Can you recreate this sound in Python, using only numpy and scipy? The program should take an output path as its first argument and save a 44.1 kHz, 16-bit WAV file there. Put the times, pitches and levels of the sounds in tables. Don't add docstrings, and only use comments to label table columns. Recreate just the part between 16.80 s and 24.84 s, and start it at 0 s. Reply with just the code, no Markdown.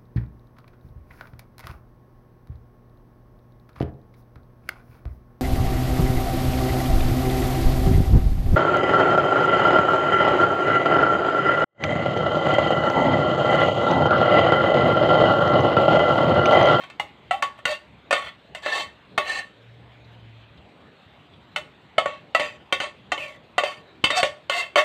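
import sys
import numpy as np
from scipy import signal
from scipy.fft import rfft, irfft, next_fast_len
from scipy.io import wavfile
from scipy.ndimage import uniform_filter1d

SR = 44100
rng = np.random.default_rng(int(sys.argv[2]) if len(sys.argv) > 2 else 0)


def file_out(sig):
    cols = np.atleast_2d(sig).T
    lim = np.clip(cols, -1, 1)
    pcm = np.round(lim * 32767).astype(np.int16)
    wavfile.write(sys.argv[1], SR, pcm)


def invert_db(level):
    return 10 ** (np.asarray(level, dtype=float) / 20)


N = 354563

# pitch in Hz, level in dB, time to fade by 60 dB in seconds.
PAN_TONES = [(566.6, -6, 0.21), (600.5, -3, 0.36), (636, -15, 0.062), (975, -34, 0.48), (1120.8, 0.5, 0.35),
             (1141, -9, 0.072), (1446, 9.5, 0.059), (1790, -5.5, 0.26), (1818, 1.5, 0.23),
             (1996, -9.5, 0.33), (2093, -1, 0.14), (2188, -4, 0.26), (2470, -9, 0.15), (2630, 2.5, 0.17),
             (2696, 3, 0.13), (3083, -7.5, 0.34), (3115, 2.5, 0.14), (3380, -8.5, 0.23), (3657, -1.5, 0.13),
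             (4010, -21, 0.043), (4136, -5, 0.086), (4480, -15.5, 0.095), (4693, -15, 0.16),
             (5482, -21, 0.11), (6050, -19.5, 0.084), (6570, -28.5, 0.13), (6920, -43.5, 0.039),
             (8320, -27, 0.14), (8500, -17.5, 0.065)]
# frequency in Hz, level in dB.
GRIT_COLOUR = [(88, -93), (150, -11), (424, -4.5), (723, 2), (958, -4), (1350, -1.5), (1610, -22.5),
               (1790, -2), (3750, -10.5), (5200, -46), (6760, -48), (11400, -120)]
# frequency in Hz, level in dB.
FIZZ_COLOUR = [(2650, -35), (4500, -4.5), (4740, -7.5), (5070, -17.5), (5370, -15), (6930, -12.5),
               (7450, -8.5), (10300, -27.5), (15600, -30.5)]
BOWL_REST_HZ = 592


def read(points, hz):
    f, value = np.transpose(points)
    return np.interp(np.log(hz + 1), np.log(f + 1), value)


def evened(x):
    return x / np.sqrt(np.mean(x ** 2) + 1e-20)


def add(mix, s, sound):
    part = mix[max(round(s * SR), 0):][:len(sound)]
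    part += sound[:len(part)]


def colour(x, points, lo_hz=0, hi_hz=30000, lumps_db=0):
    size = next_fast_len(len(x), True)
    hz = np.fft.rfftfreq(size, 1 / SR) + 1
    edges = 1 / np.sqrt((1 + (lo_hz / hz) ** 6) * (1 + (hz / hi_hz) ** 6))
    lumps = np.interp(hz, np.linspace(0, SR / 2, num=180), rng.standard_normal(size=180))
    gain = invert_db(read(points, hz) + lumps_db * lumps) * edges
    return evened(irfft(rfft(x, size) * gain, size)[:len(x)])


def resonate(x, hz, width):
    turn = np.exp(2j * np.pi * np.cumsum(hz * np.ones(len(x))) / SR)
    r = np.exp(-np.pi * width / SR)
    smooth = signal.lfilter([(1 - r) ** 2], [1, -2 * r, r * r], x / turn)
    return 2 * (turn * smooth).real


def modes(t, hz, db, t60, phase):
    level = invert_db(db[:, None] - 60 * t / t60[:, None])
    return (level * np.sin(2 * np.pi * (hz[:, None] * t + phase[:, None]))).sum(0)


def landing(blow_db, bowl_hz, rim_hz, bright_db, wall_hz, bowl_db, wall_db, over_db, ring_left):
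    family_hz = [620, 1150, 1950, 2850, 7000]
    family_lean = [-1.55, -0.5, 0.65, 1.36]
    rim_db, edge_db = -13, -15
    t = np.arange(SR // 4) / SR
    hz, db, t60 = np.transpose(PAN_TONES)
    chance = rng.random((3, len(PAN_TONES)))
    noise = rng.standard_normal((2, len(t)))

    tick_db = blow_db - 18.5 + 0.89 * bright_db
    family_db = blow_db + np.array([bowl_db, wall_db, rim_db, edge_db]) + bright_db * np.array(family_lean)
    family_db = np.append(family_db, tick_db + 17.5)

    spot_db = 9.9 * (chance[0] - 0.5)
    ring_db = read(np.transpose([family_hz, family_db]), hz) + db + spot_db - 14.5 - over_db / 2
    ring = modes(t, hz, ring_db, t60 * np.clip(ring_left, 0.2, 3), chance[1])
    ring *= np.clip((t[-1] - t) / 0.089, 0, 1)

    moved_wall_hz = wall_hz + 0.4 * (bowl_hz - BOWL_REST_HZ)
    clank_hz = np.array([bowl_hz, moved_wall_hz, rim_hz, 1.39 * rim_hz])
    clank_t60 = np.array([0.054, 0.067, 0.054, 0.046])
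    clank = modes(t, clank_hz, family_db[:4] + 0.5 + over_db / 2, clank_t60, 0.014 + 0.2 * chance[2, :4])

    crack_fade = invert_db(-60 * t / 0.14) + 3.9 * invert_db(-60 * t / 0.0095)
    crack = colour(noise[0], GRIT_COLOUR, lumps_db=5.0) * invert_db(blow_db - 17.0) * crack_fade

    patch = [(hz, db + 12 * c) for (hz, db), c in zip(FIZZ_COLOUR, chance[2, 4:])]
    tick_fade = 1.1 * invert_db(-60 * t / 0.016) + 0.34 * invert_db(-60 * t / 0.14)
    tick = colour(noise[1], patch, lumps_db=3) * invert_db(tick_db - 6.5) * tick_fade

    low_cut = signal.butter(2, 354, "high", fs=SR)
    metal = signal.lfilter(*low_cut, (ring + clank + crack) * (1 - np.exp(-t / 0.0011)))
    return metal + tick * (1 - np.exp(-t / 0.001))


def knocks(pan):
    # start in seconds, blow in dB, bowl pitch in Hz, rim pitch in Hz,
    # brightness in dB. First, landings flat into the bowl.
    clanks = [
        (0.51, -8.5, 723, 1980, -2),
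        (5.182, -2.5, 650, 2160, -0.5),
        (5.549, -2.5, 659, 1957, 1),
    ]
    side_knocks = [
        (0.037, -28, 764, 2350, 2.5),
        (0.854, -5.5, 602, 2004, 3),
        (1.749, -20.5, 634, 2040, 5.5),
        (4.761, -11, 593, 2147, 4.5),
        (6.002, -12, 710, 2075, 4.5),
    ]
    rim_knocks = [
        (1.309, -5, 560, 1795, 1),
        (5.925, -5, 563, 2270, 4),
        (6.319, -7, 722, 1924, 1.5),
        (6.781, -2, 704, 1990, -0.5),
        (7.241, -2, 536, 2178, 7),
        (7.958, 0.5, 626, 2230, 0),
    ]
    glances = [
        (0.1, -29.5, 680, 1750, 5),
        (0.624, -5.5, 562, 1754, 0),
        (0.789, -32.5, 630, 1770, -2.5),
        (1.832, -33, 566, 1830, -1),
        (2.378, -2.5, 676, 1823, -0.5),
        (5.258, -10, 582, 2100, -6.5),
        (7.697, -6.5, 558, 2130, 2.5),
    ]
    bounces = [
        (5.597, -7.5, 592, 2140, -1),
        (6.836, -7.5, 575, 2060, -3),
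        (7.304, -4.5, 605, 2120, 0),
        (7.43, 0.5, 559, 2146, -2),
    ]
    muffled = [
        (0.198, -11, 827, 2065, 1.5),
        (6.378, -20, 570, 2185, 2),
    ]
    peals = [
        (1.327, 0, 560, 1824, -1.5),
        (1.861, -11.5, 560, 1770, -4),
    ]
    # wall pitch in Hz, bowl level in dB, wall level in dB,
    # clank over ring in dB, share of the ring time that the food leaves.
    kinds = [
        (1271, -8, -12.5, 10.5, 1),
        (1449, -9, -12, 0, 0.66),
        (1138, -9.5, -12.5, 2.5, 1.01),
        (1129, -10, -9.5, -5, 0.72),
        (1162, -8, -21.5, -3.5, 0.81),
        (1020, -12.5, -21, 13, 0.99),
        (1140, -12, -12.5, -5, 0.94),
    ]
    for table, kind in zip((clanks, side_knocks, rim_knocks, glances, bounces, muffled, peals), kinds):
        for s, *blow in table:
            add(pan, s - 0.0006, landing(*blow, *kind))


def drag(rows, bowl_db, rise_hz=15, from_hz=2160, to_hz=2160, squeal_db=-30, sing_hz=4100, sing_db=-30):
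    ring_shares = [0.64, 0.38, 0.13]
    s, press_db, speed = np.transpose(rows)
    fizz_db = -24.5 + 22 * speed
    t = np.arange(s[0], s[-1] + 0.25, 1 / SR)
    speed_now = np.interp(t, s, speed)
    fade = np.clip((t - s[0]) / 0.0045, 0, 1) * np.clip((s[-1] - t) / 0.012, 0, 1)
    press, bowl, fizz = (fade * invert_db(np.interp(t, s, press_db + db)) for db in (0, bowl_db, fizz_db))

    sizes = invert_db(2.44 * np.minimum(rng.exponential(1, len(t)), 5)) * rng.choice([-1, 1], len(t))
    slips = evened(sizes * (rng.random(len(t)) < 4000 / SR)) + 0.56 * rng.standard_normal(len(t))
    contact_db = 1.47 * evened(uniform_filter1d(rng.standard_normal(len(t)), 300))
    slips = evened(slips * invert_db(contact_db))

    out = 0.43 * press * colour(slips, GRIT_COLOUR, lo_hz=377, lumps_db=2.0)
    out += 0.58 * fizz * colour(slips, FIZZ_COLOUR, hi_hz=11800, lumps_db=5.0)

    hz, db, t60 = np.transpose(PAN_TONES)
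    spot, phase = rng.random((2, len(PAN_TONES)))
    db = db + 8 * spot + 3.8 * np.log2(hz / 2400).clip(-2, 0) + 4 * np.log2(t60 / 0.15)
    parts = slice(3, 21), slice(21, 25), slice(25, None)
    for part, drive, share in zip(parts, (press, fizz, fizz), ring_shares):
        ring = modes(t[:SR // 6] - s[0], hz[part], db[part], 0.4 * t60[part], phase[part])
        out += share * signal.oaconvolve(slips * drive, ring / np.linalg.norm(ring))[:len(t)]

    out += invert_db(22 + sing_db) * resonate(slips * press, sing_hz, 84)
    out += invert_db(17.0) * resonate(slips * bowl, BOWL_REST_HZ + rise_hz * speed_now, 62)

    squeal_hz = np.interp(t, s[[0, -1]], [from_hz, to_hz])
    catch_db = 3 * evened(uniform_filter1d(rng.standard_normal(len(t)), 700))
    slow_db = 9 * (0.6554 - speed_now)
    width_hz = 83 + 0.21 * abs(to_hz - from_hz)
    squeal_drive = slips * press * invert_db(squeal_db + catch_db + slow_db)
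    return s[0], out + invert_db(21.0) * resonate(squeal_drive, squeal_hz, width_hz)


def long_drags(pan):
    # time in seconds, pressure in dB, speed from 0 to 1.
    drag_curves = [
        [(.87, -26.5, 0.4), (.91, -27.5, 0.78), (.94, -32.5, 0.65), (1.02, -71, 0.7)],
        [(1.345, -21.5, 0.2), (1.41, -33.5, 0.3), (1.49, -34.5, 0.06), (1.55, -93, .1)],
        [(1.82, -43, 0.77), (1.87, -25.5, 0.3), (1.95, -25.5, 0.59), (2.0, -24.5, 0.62), (2.04, -37, 0.77),
         (2.13, -66, 0)],
        [(2.4, -33, 0.02), (2.43, -39, 0), (2.49, -26, 0.6), (2.555, -30.5, 0.71), (2.59, -28.5, 0.8),
         (2.625, -42, 0.05), (2.71, -78, .2)],
        [(6.345, -60, 0.2), (6.385, -40, .48), (6.43, -35.5, 0.4), (6.49, -43.5, 0.43), (6.58, -59.5, 0.6)],
        [(7.31, -28.5, 0.3), (7.345, -26, 0.1), (7.375, -18, 0.94), (7.41, -25, 0.62), (7.435, -56, 1)],
        [(7.71, -28, 0.32), (7.79, -24.5, 0.9), (7.825, -30, 0.5), (7.88, -48, 0), (7.94, -84, .05)],
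        [(.525, -31, .2), (.56, -41, 0.28), (.61, -53, 0.1)],
    ]
    # bowl tone in dB, bowl pitch rise at full speed in Hz,
    # squeal start in Hz, squeal end in Hz, squeal level in dB.
    paths = [(4, 8.6, 2680, 2850, -3), (-17, 28, 2400, 1800, -27), (-8, 27, 1730, 1880, -6),
             (-9, 262, 1810, 1800, -0.5), (6, 17, 2850, 1890, -5), (3, 165, 3750, 3450, -11),
             (2, 155, 2900, 2570, -10), (15, 780, 2010, 2100, -15)]
    # pitch in Hz, level in dB.
    singing_tones = [(4360, -20), (4215, -21), (4110, -14), (4070, -11.5), (4030, -20), (4525, -11),
                     (2095, -2), (2800, -20)]
    for rows, path, singing in zip(drag_curves, paths, singing_tones):
        add(pan, *drag(rows, *path, *singing))


def slide(start, length, press_db, bowl_db, speed):
    u = np.linspace(0, 1, num=6)
    eased_db = press_db - 33.5 * u ** 1.67
    return drag(np.transpose([start + length * u, eased_db, speed + 0 * u]), bowl_db)


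def short_slides(pan):
    # start in seconds, length in seconds, pressure in dB, bowl tone in dB, speed from 0 to 1.
    slides = [(0.0, 0.13, -39.5, -29, 0), (0.774, 0.075, -49, -12, .05), (1.754, 0.075, -38, 5.5, 0.6),
              (4.776, 0.037, -31.5, 9, 0.3), (5.273, 0.17, -34, 4, .02), (5.603, 0.18, -26.5, 0, 0.41),
              (6.008, 0.13, -26.5, 0, 0.41), (6.843, 0.18, -28, -13, 0.56), (7.446, 0.081, -35, -8, 1),
              (7.97, 0.098, -12.5, 2.5, .3)]
    for row in slides:
        add(pan, *slide(*row))


def bump(db):
    t = np.arange(SR // 20) / SR
    swing = 70 * t + 0.89 * (1 - np.exp(-t / 0.0018))
    push = invert_db(db) * np.sin(2 * np.pi * swing) * invert_db(-60 * t / 0.026)
    return push * (1 - np.exp(-t / 0.00058))


def floor_bumps(pan):
    # start in seconds, level in dB.
    bumps = [(0.198, -29), (0.852, -26.5), (1.303, -39), (2.378, -24), (5.179, -21), (5.259, -29),
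             (5.596, -29), (5.923, -27), (6, -30), (6.835, -43), (7.238, -12.5), (7.428, -20.5),
             (7.957, -42)]
    for s, db in bumps:
        add(pan, s + 0.0011, bump(db))


def walls(x):
    taps = np.zeros(SR // 2)
    at = np.arange(120, len(taps) - 20, 20)
    taps[at + rng.integers(0, 20, len(at))] = rng.choice([-1., 1.], len(at))
    hz, t, z = signal.stft(taps, SR, nperseg=256)
    t60 = read([(300, 0.35), (2000, 0.28), (8000, 0.28)], hz)
    tail = signal.istft(z * invert_db(-60 * t / t60[:, None]), SR, nperseg=256)[1]
    return signal.oaconvolve(x, tail / np.linalg.norm(tail))[:N]


def yard():
    # frequency in Hz, level in dB per Hz.
    air_colour = [(15, -45), (25, -10), (120, 1.5), (190, -1), (427, -6), (591, -6), (1230, -12.5),
                  (3340, -21), (3820, -22), (5430, -44), (7920, -43.5), (9840, -55.5), (14800, -53),
                  (16000, -63)]
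    # time in seconds, rumble in dB.
    traffic = [(0.0, -74), (1.36, -62), (1.43, -68), (3.8, -58), (3.96, -75), (4.66, -75), (5.06, -70),
               (5.33, -86), (5.73, -64), (6.85, -75), (8.04, -73)]
    # time in seconds, pitch in Hz, level in dB.
    engine = [
        (2.7, 106.5, -70),
        (2.886, 117.8, -48),
        (3.14, 119, -54),
        (3.528, 112.2, -46),
        (3.9, 111.6, -66),
    ]
    # start in seconds, level in dB, pitch in Hz.
    specks = [
        (3.2446, -47, 3920),
        (3.6361, -47, 3100),
        (3.7745, -45, 3680),
        (4.1194, -58, 3380),
        (4.5371, -43, 3230),
    ]
    t = np.arange(N) / SR

    a, b, patches = rng.standard_normal((N // 256 + 5, 513, 3)).T
    patches = evened(uniform_filter1d(uniform_filter1d(patches, 10, 0), 16, 1))
    noise = signal.istft((a + 1j * b) * invert_db(2.33 * patches), nperseg=1024, noverlap=768)[1][:N]

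    out = invert_db(-53.0) * colour(noise, air_colour, lo_hz=81, hi_hz=2800)
    stir_db = evened(uniform_filter1d(rng.standard_normal(N), 900))
    out += invert_db(-63.5 + stir_db) * colour(noise, air_colour, lo_hz=2920)

    s, rumble_db = np.transpose(traffic)
    rumble = evened(resonate(colour(noise, air_colour, hi_hz=90), 68, 22))
    out += invert_db(np.interp(t, s, rumble_db)) * rumble

    s, hz, db = np.transpose(engine)
    engine_level = np.sqrt(2) * invert_db(np.interp(t, s, db, -120, -120))
    out += engine_level * np.sin(2 * np.pi * np.cumsum(np.interp(t, s, hz)) / SR)

    short = np.arange(1500) / SR
    for s, db, hz in specks:
        grain = evened(resonate(rng.standard_normal(len(short)), hz, 730))
        add(out, s, 0.44 * invert_db(db - 60 * short / 0.068) * grain)
    return out


def scene():
    pan = np.zeros(N)
    long_drags(pan)
    short_slides(pan)
    knocks(pan)
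    floor_bumps(pan)
    return (pan + invert_db(-12.0) * walls(pan) + yard())[None]


def low_pass(x):
    return signal.sosfilt(signal.butter(12, 16510, fs=SR, output="sos"), x)


def record(dry):
    edge_hz, overload = 15550, 1.4
    heard = signal.oaconvolve(dry, signal.firwin(255, edge_hz, fs=SR)[None], "same")
    return low_pass(overload * np.tanh(heard / overload))


dry = scene()
out = record(dry)
file_out(out)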